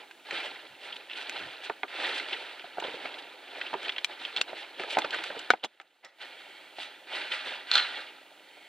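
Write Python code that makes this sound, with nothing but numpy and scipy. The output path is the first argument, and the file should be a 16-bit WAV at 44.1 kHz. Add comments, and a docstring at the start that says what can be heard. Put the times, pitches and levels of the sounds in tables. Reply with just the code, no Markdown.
"""Dry leaves rustle and crunch close to a hand-held microphone, on the walk to a derelict house.
Fracture impulses and noise, coloured and gated by each step, make the litter; decaying modes make
twigs, shoe knocks and the stick that cracks loudly at the doorway. After a short hush the steps go
on inside, where a brittle shard cracks underfoot and sparse reflections ring in the bare room.
Behind them lie faint hiss, soft thuds, metallic tinks and hollow swishes, likely of a sleeve."""
import sys
import numpy as np
from scipy import signal
from scipy.fft import rfft, irfft
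from scipy.io import wavfile

SR = 44100
rng = np.random.default_rng(int(sys.argv[2]) if len(sys.argv) > 2 else 0)


def master_out(mix):
    """Clip the mix to full scale and print it as 16-bit PCM to the path in sys.argv[1]."""
    frames = np.transpose(np.atleast_2d(mix))
    ceiling = np.clip(frames, -1, 1)
    pcm = np.round(ceiling * 32767).astype(np.int16)
    wavfile.write(sys.argv[1], SR, pcm)


N = 382788  # samples
HIT_S = 0.006  # stretch over which a blow's level is taken


def amp(db):
    """Decibels to gain."""
    return 10 ** (np.asarray(db) / 20)


def evened(x):
    """Scales to rms 1."""
    return x / np.sqrt(np.mean(x ** 2) + 1e-20)


def hit(x):
    """Scales a blow to rms 1 over its first milliseconds."""
    return x / np.sqrt(np.mean(x[:round(HIT_S * SR)] ** 2) + 1e-20)


def read(points, hz):
    """Reads a frequency table at any frequency, on a log axis."""
    f, value = np.transpose(points)
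    return np.interp(np.log(hz + 1), np.log(f + 1), value)


def follow(rows):
    """Reads a time curve at every sample."""
    return np.interp(np.arange(N) / SR, *np.transpose(rows))


def add(mix, s, sound):
    """Lays a sound into the mix at s seconds."""
    part = mix[round(s * SR):][:len(sound)]
    part += sound[:len(part)]


def panned(x, left_db):
    """Places a sound by making the left port louder or softer than the right."""
    return np.array([x * amp(left_db / 2), x / amp(left_db / 2)])


def colour(x, points, size=2048):
    """Causal filter with the given spectrum, so that clicks keep their sharp front."""
    log_gain = np.log(amp(read(points, abs(np.fft.fftfreq(size, 1 / SR)))))
    minimum_phase = np.exp(np.conj(signal.hilbert(log_gain)))
    taps = np.fft.ifft(minimum_phase).real
    return signal.oaconvolve(x, taps[:size // 2])[:len(x)]


def resonate(x, hz, q):
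    """One broad resonance."""
    return signal.lfilter(*signal.iirpeak(hz, max(q, 0.7), SR), x)


def thinned(x, edge_hz):
    """High-pass: small light things radiate little bass."""
    return signal.sosfilt(signal.butter(2, edge_hz, "high", fs=SR, output="sos"), x)


def ring(t, hz, t60):
    """One mode, dying by 60 dB in t60 seconds."""
    return np.sin(2 * np.pi * hz * t) * amp(-60 * t / t60)


def swell(t, middle, half):
    """A smooth, bell-shaped rise and fall."""
    return np.exp(-0.5 * ((t - middle) / half) ** 2)


def swells(rows):
    """Gain curve of several swells."""
    t = np.arange(N) / SR
    return sum(amp(db) * swell(t, middle, half) for middle, db, half in rows)


def wander(rate_hz):
    """Slow chance of rms 1, from 5 Hz up to about the given rate."""
    hz = np.fft.rfftfreq(N, 1 / SR)
    band = (hz > 5) / (1 + (hz / rate_hz) ** 4)
    return evened(irfft(rfft(rng.standard_normal(N)) * band, N))


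def crackle(per_s, spread_db, clump_db, clump_hz):
    """Tiny fractures at random: many small, a few large, swelling in clumps."""
    size_db = spread_db * np.minimum(rng.exponential(1, N), 5)
    sizes = amp(size_db) * rng.choice([-1, 1], N)
    struck = rng.random(N) < per_s / SR
    return evened(sizes * struck * amp(clump_db * wander(clump_hz)))


def flakes(low_hz, high_hz, q, per_s, spread_db, clump_db, clump_hz, count):
    """Pieces of several sizes, each with its own pitch and bursts: the colour keeps shifting."""
    total = np.zeros(N)
    for hz in np.geomspace(low_hz, high_hz, count):
        pieces = crackle(per_s, spread_db, clump_db, clump_hz)
        total += evened(resonate(pieces, hz, q)) * np.sqrt(hz)
    return evened(total)


# faint steady hiss, dipping briefly after the stick cracks: (time [s], level [dB])
HISS = [(0, -63.5), (5.5, -64.5), (5.62, -77), (6.12, -77), (6.25, -64)]
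# colour of the hiss: (frequency [Hz], relative level [dB per Hz])
AIR = [(25, -25), (100, -16.5), (300, 6), (700, -5), (3200, -3), (4500, -7), (5600, -12), (8200, -12.5),
       (10000, -14), (16000, -19)]


def air_hiss():
    """Coloured noise that follows the hiss level."""
    return amp(follow(HISS)) * evened(colour(rng.standard_normal(N), AIR))


# the bare room's ring: (frequency [Hz], t60 [s])
ROOM = [(100, 0.13), (1500, 0.5), (4000, 0.35), (8000, 0.17), (16000, 0.23)]


def echoes(x, t60_of_hz):
    """Sparse reflections of random sign, each band dying at its own speed."""
    taps = rng.choice([-1., 1.], SR) * (rng.random(SR) < 3000 / SR)
    hz, t, bands = signal.stft(taps, SR, nperseg=256)
    decay = amp(-60 * t / read(t60_of_hz, hz)[:, None])
    tail = signal.istft(bands * decay, SR, nperseg=256)[1]
    return signal.fftconvolve(x, tail / np.linalg.norm(tail))[:N]


# soft low thuds under the steps: (middle [s], level [dB], half length [s])
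RUMBLES = [(0.72, -69, 0.02), (1.438, -61.5, 0.045)]


def rumbles(thud_hz=125):
    """Short swells of low, twice resonated noise."""
    low = resonate(resonate(rng.standard_normal(N), thud_hz, 0.92), thud_hz, 0.74)
    return swells(RUMBLES) * evened(low)


# faint hollow swishes, likely a sleeve rubbing: (middle [s], level [dB], half length [s])
SWISHES = [(6.51, -55, 0.17), (8.68, -56, 0.19)]
# colour of the sleeve: (frequency [Hz], relative level [dB per Hz])
CLOTH = [(200, -28), (1500, -10), (2280, 7.5), (2700, -9), (3120, 6), (3500, -11), (4400, -5), (5400, -36),
         (8000, -18.5), (12000, -44)]


def sleeve():
    """Smooth friction noise coloured by a few broad resonances."""
    return swells(SWISHES) * evened(colour(rng.standard_normal(N), CLOTH))


# a small piece of metal near the microphone tinkles when jolted: (time [s], level [dB])
TINKS = [(4.047, -53), (4.416, -52), (6.051, -59.5)]


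def tinks(hz=5400, t60=0.057):
    """One thin metallic mode, struck a few times."""
    out, t = np.zeros(N), np.arange(4096) / SR
    for s, db in TINKS:
        add(out, s, amp(db) * hit(ring(t, hz, t60)))
    return out


# a shard cracks in stages under the sole indoors, levels before level_db:
# (time [s], level over the first 6 ms [dB], gain of the lowest mode [dB])
SHARD_CRACKS = [(7.7147, -19, -10.5), (7.7372, -24, -16), (7.741, -25, -13), (7.7543, -15.5, -2),
                (7.7617, -25.5, 5), (7.779, -20.5, -4)]
# modes of the shard, lowest first: (frequency [Hz], relative level [dB], t60 [s])
SHARD = [(1434, -1, 0.012), (3040, -18, 0.018), (3660, 1.5, 0.0068), (4080, 5, 0.0072), (6500, -25, 0.0086)]
# colour of splinters and chips, shared by all breaking: (frequency [Hz], relative level [dB per Hz])
SPLINTER = [(30, -43.5), (200, -26), (450, -10), (1000, 3.5), (1500, 8), (2200, 6), (3300, 9.5), (4450, 0),
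            (5200, -6), (7000, -23), (9500, -31), (16000, -58)]
# bright edge of a fracture, shared likewise: (frequency [Hz], relative level [dB per Hz])
SHARP = [(1500, -40), (4300, 4.5), (5500, -3.5), (7000, -4), (8500, -9.5), (9800, -22.5), (12000, -20.5),
         (16000, -32.5)]


def shard(level_db=-1, chips_db=-10, chips_t60=0.021, edge_db=-20, rise_s=0.00072):
    """Each crack rings the shard's modes and throws off a few chips."""
    out, t = np.zeros(N), np.arange(2048) / SR
    lowest, *upper = [amp(db) * ring(t, hz, t60) for hz, db, t60 in SHARD]
    noises = rng.standard_normal((len(SHARD_CRACKS), len(t)))
    for (s, db, low_db), noise in zip(SHARD_CRACKS, noises):
        body = hit((1 - np.exp(-t / rise_s)) * (amp(low_db) * lowest + sum(upper)))
        debris = noise * amp(-60 * t / chips_t60)
        chips = amp(chips_db) * hit(colour(debris, SPLINTER))
        edge = amp(edge_db) * hit(colour(debris, SHARP))
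        add(out, s, amp(db + level_db) * (body + chips + edge))
    return out


# the stick at the doorway breaks in quick stages: (time [s], level [dB])
BREAKS = [(5.5042, -3), (5.5065, -11), (5.5082, -16.5)]
# modes of the stick: (frequency [Hz], relative level [dB], t60 [s])
STICK = [(733, -13.5, 0.032), (1494, -0.5, 0.025), (1740, -7, 0.0071), (2233, -13.5, 0.02),
         (3000, -21.5, 0.022), (3640, -15, 0.03)]


def stick(level_db=0, tear_db=-25, tear_t60=0.072, soft_hz=7000, edge_db=-45):
    """Each stage of the break clicks sharply and rings the wood's modes while fibres tear."""
    out, t = np.zeros(N), np.arange(3072) / SR
    wood = sum(amp(db) * ring(t, hz, t60) for hz, db, t60 in STICK)
    wood = signal.lfilter(*signal.butter(2, soft_hz, fs=SR), wood)
    click = hit(thinned(colour(1. * (t == 0), SHARP), 9000))
    for s, db in BREAKS:
        tearing = rng.standard_normal(len(t)) * amp(-60 * t / tear_t60)
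        fibres = hit(colour(tearing, SPLINTER))
        add(out, s, amp(db + level_db) * (wood + amp(tear_db) * fibres + amp(edge_db) * click))
    return thinned(out, 240)


# shoes knocking on ground, wood and rubble, levels before level_db:
# (time [s], level over the first 6 ms [dB], ring [Hz], ring t60 [s], overtone slope [dB per octave])
KNOCKS = [(0.329, -38, 420, 0.04, -12), (1.6975, -27.5, 810, 0.019, -3), (1.6994, -27.5, 417, 0.027, 5.5),
          (1.8323, -25, 766, 0.039, 1.5), (2.642, -39, 720, 0.031, -14), (2.772, -38, 760, 0.03, -14),
          (2.7827, -27.5, 710, 0.035, -19), (2.824, -32.5, 880, 0.019, -16), (2.8479, -34, 525, 0.039, -12),
          (2.882, -37, 460, 0.039, -12), (2.9414, -35.5, 487, 0.035, -19), (3.731, -30.5, 875, 0.019, -12),
          (3.74, -26.5, 935, 0.02, -5.5), (3.752, -34, 386, 0.075, -4), (4.5307, -33.5, 664, 0.019, -7),
          (4.8, -35, 384, 0.077, -19), (4.9702, -17.5, 777, 0.016, -6), (4.9819, -21, 780, 0.01, -19),
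          (4.9866, -24, 873, 0.024, -13), (5.0472, -32, 896, 0.067, -2), (5.303, -32, 577, 0.052, -1),
          (5.367, -37, 460, 0.063, -9), (5.536, -22.5, 784, 0.022, -5), (5.6444, -28, 754, 0.013, -4),
          (5.8, -50, 781, 0.059, -10), (6.785, -38, 715, 0.015, -16)]
# overtones of a knock: (multiple of its ring [ratio], relative level [dB], share of its t60 [ratio])
OVERTONES = [(0.622, -15.5, 0.96), (1.931, -5, 0.79), (2.78, 2.5, 0.49), (3.12, -2.5, .5), (4.25, -3, .35),
             (4.8, -15, 0.6)]
# dull colour of sole and settling litter: (frequency [Hz], relative level [dB per Hz])
SOLE = [(25, -43), (70, -15.5), (130, -24), (220, -11), (320, 0), (520, 1), (800, 2.5), (1050, 0),
        (1500, -2.5), (3000, -37), (16000, -62)]


def knocks(level_db=-1.5, scatter_db=-7, scatter_stretch=2.46, thump_db=-24):
    """A quickly damped knock, each with its own share of overtones, with litter settling under it."""
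    out, t = np.zeros(N), np.arange(3072) / SR
    push = 1 - np.exp(-t / 0.00045)  # soft onset
    noises = rng.standard_normal((len(KNOCKS), len(t)))
    for (s, db, hz, t60, slope_db), noise in zip(KNOCKS, noises):
        modes = ring(t, hz, t60)
        for k, mode_db, share in OVERTONES:
            tilt_db = slope_db * max(np.log2(k), 0)
            modes = modes + amp(mode_db + tilt_db) * ring(t, k * hz, share * t60)
        fall = amp(-60 * t / (scatter_stretch * t60))
        settling = hit(colour(noise * fall, SOLE))
        add(out, s, amp(db + level_db) * hit(hit(push * modes) + amp(scatter_db) * settling))
    return thinned(out, 140) + amp(thump_db) * out  # a little bass is left in


# twigs, stalks and grit, before level_db and edge_db: (time [s], level over the first 6 ms [dB],
# ring [Hz], sharp edge over the snap [dB], splinters over the fracture [dB])
SNAPS = [(0.1107, -42, 2030, -13, -2), (0.3092, -28.5, 1890, -18.5, -4), (1.0986, -38.5, 2690, -30, -21),
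         (1.133, -36.5, 2940, -30, -18), (1.296, -31, 2020, -6.5, -32), (2.1988, -28.5, 2100, -19, -11),
         (2.3309, -27, 2700, -24, -13), (2.595, -38, 2300, -27, -15), (2.7996, -32.5, 2270, -12, -3),
         (3.142, -37, 2760, -33, -16), (3.6132, -26.5, 2530, -33, -1), (3.831, -39, 1920, -10, -28),
         (3.243, -44, 2250, -26, -18), (3.86, -35, 2390, -24, -7), (3.882, -30, 3245, -28, -18),
         (3.894, -23, 2720, -37, -17), (3.921, -35, 2940, -22, -12), (3.963, -32, 2770, -35, -10),
         (3.9826, -26, 3050, -25, -16), (4.0457, -20, 3120, -8.5, -27), (4.364, -23, 3360, -18.5, -18),
         (4.372, -27, 3580, -18, -29), (4.4142, -18, 3620, -10.5, -28.5), (4.797, -31, 2360, -37, -13),
         (4.836, -31.5, 1670, -20, -25.5), (4.905, -31.5, 3400, -13, -6), (4.9502, -33, 2980, -24, -19),
         (4.9864, -24.5, 2010, -6.5, -14), (5.019, -29.5, 2800, -21, -12.5),
         (5.1069, -30.5, 3170, -11.5, -11.5), (5.1434, -26, 1540, -17, -12.5),
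         (5.2382, -30, 2000, -8.5, -12), (5.392, -37.5, 2900, -4, -13), (5.6388, -29, 3770, -15, -23.5),
         (5.646, -31, 3880, -6.5, -5), (5.8, -40, 1740, -19, -25), (5.813, -49, 1970, -12, -11.5),
         (6.0475, -47.5, 3230, -1.5, -11), (7.3172, -26, 2520, -34, -2)]
# the nearest, loudest snaps lie further left: (snap level [dB], left over right [dB])
SNAP_PAN = [(-23, -1), (-21, 3)]
# modes of a twig: multiples of a snap's ring [ratio]
TWIG_MODES = [0.77, 1, 1.223]


def snaps(level_db=-2.5, edge_db=-1, ring_db=6, splinter_t60=0.031):
    """One sharp fracture rings the twig's modes briefly; splinters trail off. Left and right."""
    out, t = np.zeros((2, N)), np.arange(2048) / SR
    noises = rng.standard_normal((len(SNAPS), len(t)))
    for (s, db, hz, sharp_db, splinter_db), noise in zip(SNAPS, noises):
        fracture = (t == 0) + amp(splinter_db) * noise * amp(-60 * t / splinter_t60)
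        wood = hit(colour(fracture, SPLINTER))
        modes = sum(resonate(wood, hz * k * rng.uniform(0.97, 1.03), q=13) for k in TWIG_MODES)
        body = hit(wood + amp(ring_db) * hit(modes))
        edge = amp(sharp_db + edge_db) * hit(colour(fracture, SHARP))
        sound = amp(db + level_db) * (body + edge)
        left_db = np.interp(db, *np.transpose(SNAP_PAN))
        for channel, part in zip(out, panned(sound, left_db)):
            add(channel, s, part)
    return out


# clumps crushed at once, before high_db, low_db and the uneven stretch of the burst:
# (middle [s], level [dB], half length [s], low part over high part [dB], resonance [Hz])
CRUNCHES = [(0.927, -34.5, 0.0033, -31, 3200), (1.111, -40, 0.02, -24, 2620),
            (2.33, -33.5, 0.0087, -15, 2800), (2.842, -34.5, 0.0061, -8.5, 3140),
            (3.055, -34.5, 0.0061, -6.5, 2260), (3.667, -35.5, 0.0086, -30, 2950),
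            (3.739, -34.5, 0.006, -2.5, 1190), (4.253, -29.5, 0.005, -36, 3200),
            (4.379, -28, 0.0029, -18, 3520), (4.413, -25, 0.0019, -11, 3660), (5.047, -27, 0.003, -5, 1260),
            (5.134, -31.5, 0.0078, -15, 1590), (5.189, -32, 0.0027, -9.5, 2510),
            (5.641, -36, 0.0095, -5, 3370), (6.045, -49.5, 0.012, -6.5, 1970),
            (7.74, -35, 0.024, -28, 3970), (7.777, -25, 0.01, -33, 3000)]


def crunches(high_db=-1, low_db=4.5, q=7.2, ring_db=5.0):
    """A clump gives way: a swarm of coarse fractures sets in quickly and dies more slowly."""
    out, t = np.zeros(N), np.arange(8192) / SR
    grains = crackle(per_s=2400, spread_db=3, clump_db=2, clump_hz=300)
    grains = evened(colour(grains, SPLINTER))
    thuds = evened(thinned(colour(rng.standard_normal(N), SOLE), 100))
    middle = t.mean()
    for s, db, half, weight_db, hz in CRUNCHES:
        start = s - middle
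        span = slice(round(start * SR), round(start * SR) + len(t))
        width = half * np.where(t < middle, 0.6, 1.25)
        burst = swell(t, middle, width)
        ringing = evened(resonate(grains[span], hz, q))
        high = evened(burst * (grains[span] + amp(ring_db) * ringing))
        low = evened(burst * thuds[span])
        sound = amp(high_db) * high + amp(low_db + weight_db) * low
        add(out, start, amp(db) * np.sqrt(np.mean(burst ** 2)) * sound)
    return out


# a foot pushes through the litter, levels before the trims in rustle():
# (start [s], swell [s], fade [s], rustle [dB], low scuff of the sole over the rustle [dB])
STROKES = [(0.0, 0.001, 0.08, -48, -0.5), (0.25, 0.1, 0.29, -35, -5.5), (0.79, 0.066, 0.29, -43.5, -3),
           (1.084, 0.084, 0.51, -42, -6.5), (1.2, 0.17, 0.35, -39.5, -5), (1.6, 0.062, 0.055, -40.5, -7.5),
           (1.88, 0.16, 0.37, -31.5, -5.5), (2.27, 0.042, 0.56, -40.5, -7), (2.73, 0.11, 0.52, -40.5, -3),
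           (2.96, 0.074, 0.5, -44.5, -0.5), (3.39, 0.19, 0.67, -42, -3), (3.76, 0.09, 0.16, -39, -4),
           (4.07, 0.038, 0.095, -42, -1.5), (4.16, 0.053, 0.35, -40.5, -8), (4.33, 0.058, 0.036, -37.5, -2),
           (4.46, 0.024, 0.097, -42, 1.5), (4.52, 0.043, 0.38, -44, -4.5), (4.765, 0.035, 0.22, -38.5, 0.5),
           (4.88, 0.075, 0.41, -39, -1), (5.09, 0.044, 0.42, -37, -6), (5.32, 0.046, 0.49, -45.5, -5.5),
           (6.185, 0.031, 0.081, -38, -7), (6.2, 0.11, 0.97, -51, -5.5), (6.765, 0.032, 0.21, -44, -7.5),
           (7.07, 0.085, 0.25, -33.5, -7.5), (7.295, 0.029, 0.13, -31, -16), (7.41, 0.062, 0.19, -35, -7),
           (7.67, 0.089, 0.2, -29, -13), (7.85, 0.12, 0.16, -39, -7.5)]
# the litter never quite settles: rustle [dB], scuff over the rustle [dB], fizz over the rustle [dB]
STIR = (-59, -1, -25.5)


def effort(depth_db=16.5, curve=0.97, fizz_db=-20.5):
    """Gains of rustle, scuff and fizz: strokes swell and fade over a faint stir, and dip with the hiss."""
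    t = np.arange(0, N, 64) / SR
    stir_db, stir_low_db, stir_fine_db = STIR
    power = np.outer(amp([0, stir_low_db, stir_fine_db]), amp(stir_db) * np.ones(len(t))) ** 2
    for start, rise, fade, db, low_db in STROKES:
        past_top = t - start - rise
        # climbs by depth_db in the swell time and sinks as far in the fade time
        shape_db = -depth_db * np.maximum(-past_top / rise, past_top / fade) ** curve
        stroke = amp(db + shape_db) * (t >= start)
        power += np.outer(amp([0, low_db, fizz_db]), stroke) ** 2
    hush = amp(follow(HISS) - HISS[0][1])
    return [hush * np.interp(np.arange(N) / SR, t, gain) for gain in np.sqrt(power)]


# single dry leaves brush past the shoe: (middle [s], level [dB], half length [s])
BRUSHES = [(0.456, -44, 0.019), (0.848, -48.5, 0.024), (1.647, -40.5, 0.0096), (0.966, -45.5, 0.0061),
           (1.177, -43, 0.0088), (1.218, -42.5, 0.013), (2.174, -36.5, 0.018), (2.293, -43, 0.0069),
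           (2.952, -49.5, 0.011), (3.191, -46.5, 0.0059), (4.596, -47, 0.021), (4.921, -36.5, 0.019),
           (5.27, -43.5, 0.019), (6.821, -42, 0.028)]
# colour of leaves: (frequency [Hz], relative level [dB per Hz])
LEAF = [(300, -33.5), (800, 3.5), (1300, 1.5), (1900, -1), (2300, 0.5), (3200, 0), (4100, -3), (4700, -9.5),
        (5500, -26), (9000, -59), (16000, -65)]
# colour of the finest, driest edges: (frequency [Hz], relative level [dB per Hz])
FIZZ = [(2000, -48), (4500, 11), (7000, -1.5), (8200, 1.5), (10000, -5), (13000, -20), (16000, -30)]


def rustle(leaves_db=1.0, sole_db=-1.06, fizz_db=-0.4, brush_hz=3200, brush_q=1.8, brush_fizz_db=-14.5):
    """Leaves crackle one by one under a light foot and merge under a heavy one; sole scuffs, edges fizz."""
    push, scuff, fine = effort()
    fractures = crackle(per_s=7000, spread_db=1.5, clump_db=2.2, clump_hz=70)
    blades = flakes(1400, 4200, q=9, per_s=900, spread_db=2, clump_db=3, clump_hz=40, count=11)
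    stalks = crackle(per_s=110, spread_db=1.5, clump_db=1.5, clump_hz=20)
    stalks = stalks / np.hypot(1, push / amp(-42))  # single cracks stand out less under a heavy foot
    debris = flakes(175, 830, q=3, per_s=600, spread_db=1.8, clump_db=2.6, clump_hz=30, count=5)
    leaves = evened(colour(blades + 0.65 * fractures + 0.85 * stalks, LEAF))
    sole = evened(colour(debris + 0.77 * fractures, SOLE))
    fizz = evened(colour(rng.standard_normal(N) + fractures, FIZZ))
    brush = swells(BRUSHES)
    # a single leaf sounds higher
    blade = evened(resonate(colour(fractures + stalks, LEAF), brush_hz, brush_q))
    fine = np.hypot(fine, amp(brush_fizz_db) * brush)
    strokes = amp(leaves_db) * push * leaves + amp(sole_db) * scuff * sole
    return strokes + amp(fizz_db) * fine * fizz + brush * blade


# phase between the microphone ports: (frequency [Hz], lead of the left [rad])
LEAD = [(250, 0.38), (500, -0.12), (1300, -0.11), (2300, 0.036), (4700, 0.85), (6000, 0.32), (7500, -0.017),
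        (10000, -0.24)]
# sound that reaches the two ports unlike: (frequency [Hz], gain [dB])
UNLIKE = [(50, -15.5), (300, -16.5), (1500, -14.5), (4000, -17), (6000, 0), (14000, -8)]


def ports(pair, spread):
    """Two close ports: sound from all around reaches them unlike, and the case shifts their phase."""
    side = colour(spread, UNLIKE)
    turn = np.exp(0.5j * read(LEAD, np.fft.rfftfreq(N, 1 / SR)))
    return irfft(rfft(pair + np.array([side, -side])) * np.array([turn, 1 / turn]), N)


# send to the room's reflections, growing past the doorway: (time [s], gain [dB])
INDOORS = [(4.5, -44), (5.5, -46.5), (6.06, -7.5), (6.22, -14.5), (6.8, -9), (7.7, -9.5)]


def scene(shard_room_db=4, wide_db=-5):
    """The steps close by, the room they enter and a faint hiss, at the two ports."""
    litter = rustle() + crunches() + knocks() + rumbles() + sleeve()
    twigs, crack, brittle = snaps(), stick(), shard()
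    clicks = twigs.mean(0)
    wet = amp(follow(INDOORS))
    direct = 1 / np.sqrt(1 + 0.5 * wet ** 2)  # indoors the reflections carry part of the loudness
    sent = (litter + clicks + 0.22 * crack + amp(shard_room_db) * brittle) * direct * wet
    hiss, other_hiss = air_hiss(), air_hiss()
    near = panned(litter + brittle, left_db=-2) + twigs + tinks() + panned(crack, left_db=0.9)
    around = panned(echoes(sent, ROOM) + hiss, left_db=-1.8)
    # off the walker's body, a little later
    bounce = np.pad(litter + clicks + crack + brittle, (round(0.001194 * SR), 0))[:N]
    scattered = echoes(bounce, [(1000, 0.034)]) * direct
    aside = amp(wide_db) * rustle() * direct  # leaves stirred to either side
    return ports(near * direct + around, scattered + aside + echoes(sent, ROOM) + other_hiss)


# notches in the microphone's response: (frequency [Hz], width [Hz])
NOTCHES = [(226, 31), (1105, 103)]


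def record(dry, edge_hz=15830):
    """The microphone's two notches and thin bass, full-scale clipping, then the band limit."""
    for hz, width in NOTCHES:
        dry = signal.lfilter(*signal.iirnotch(hz, hz / width, SR), dry)
    dry = signal.lfilter(*signal.butter(1, 70, "high", fs=SR), dry)
    edge = signal.firwin(511, edge_hz, window=("kaiser", 9), fs=SR)
    return signal.oaconvolve(np.clip(dry, -1, 1), edge[None], "same")


dry = scene()
out = record(dry)
master_out(out)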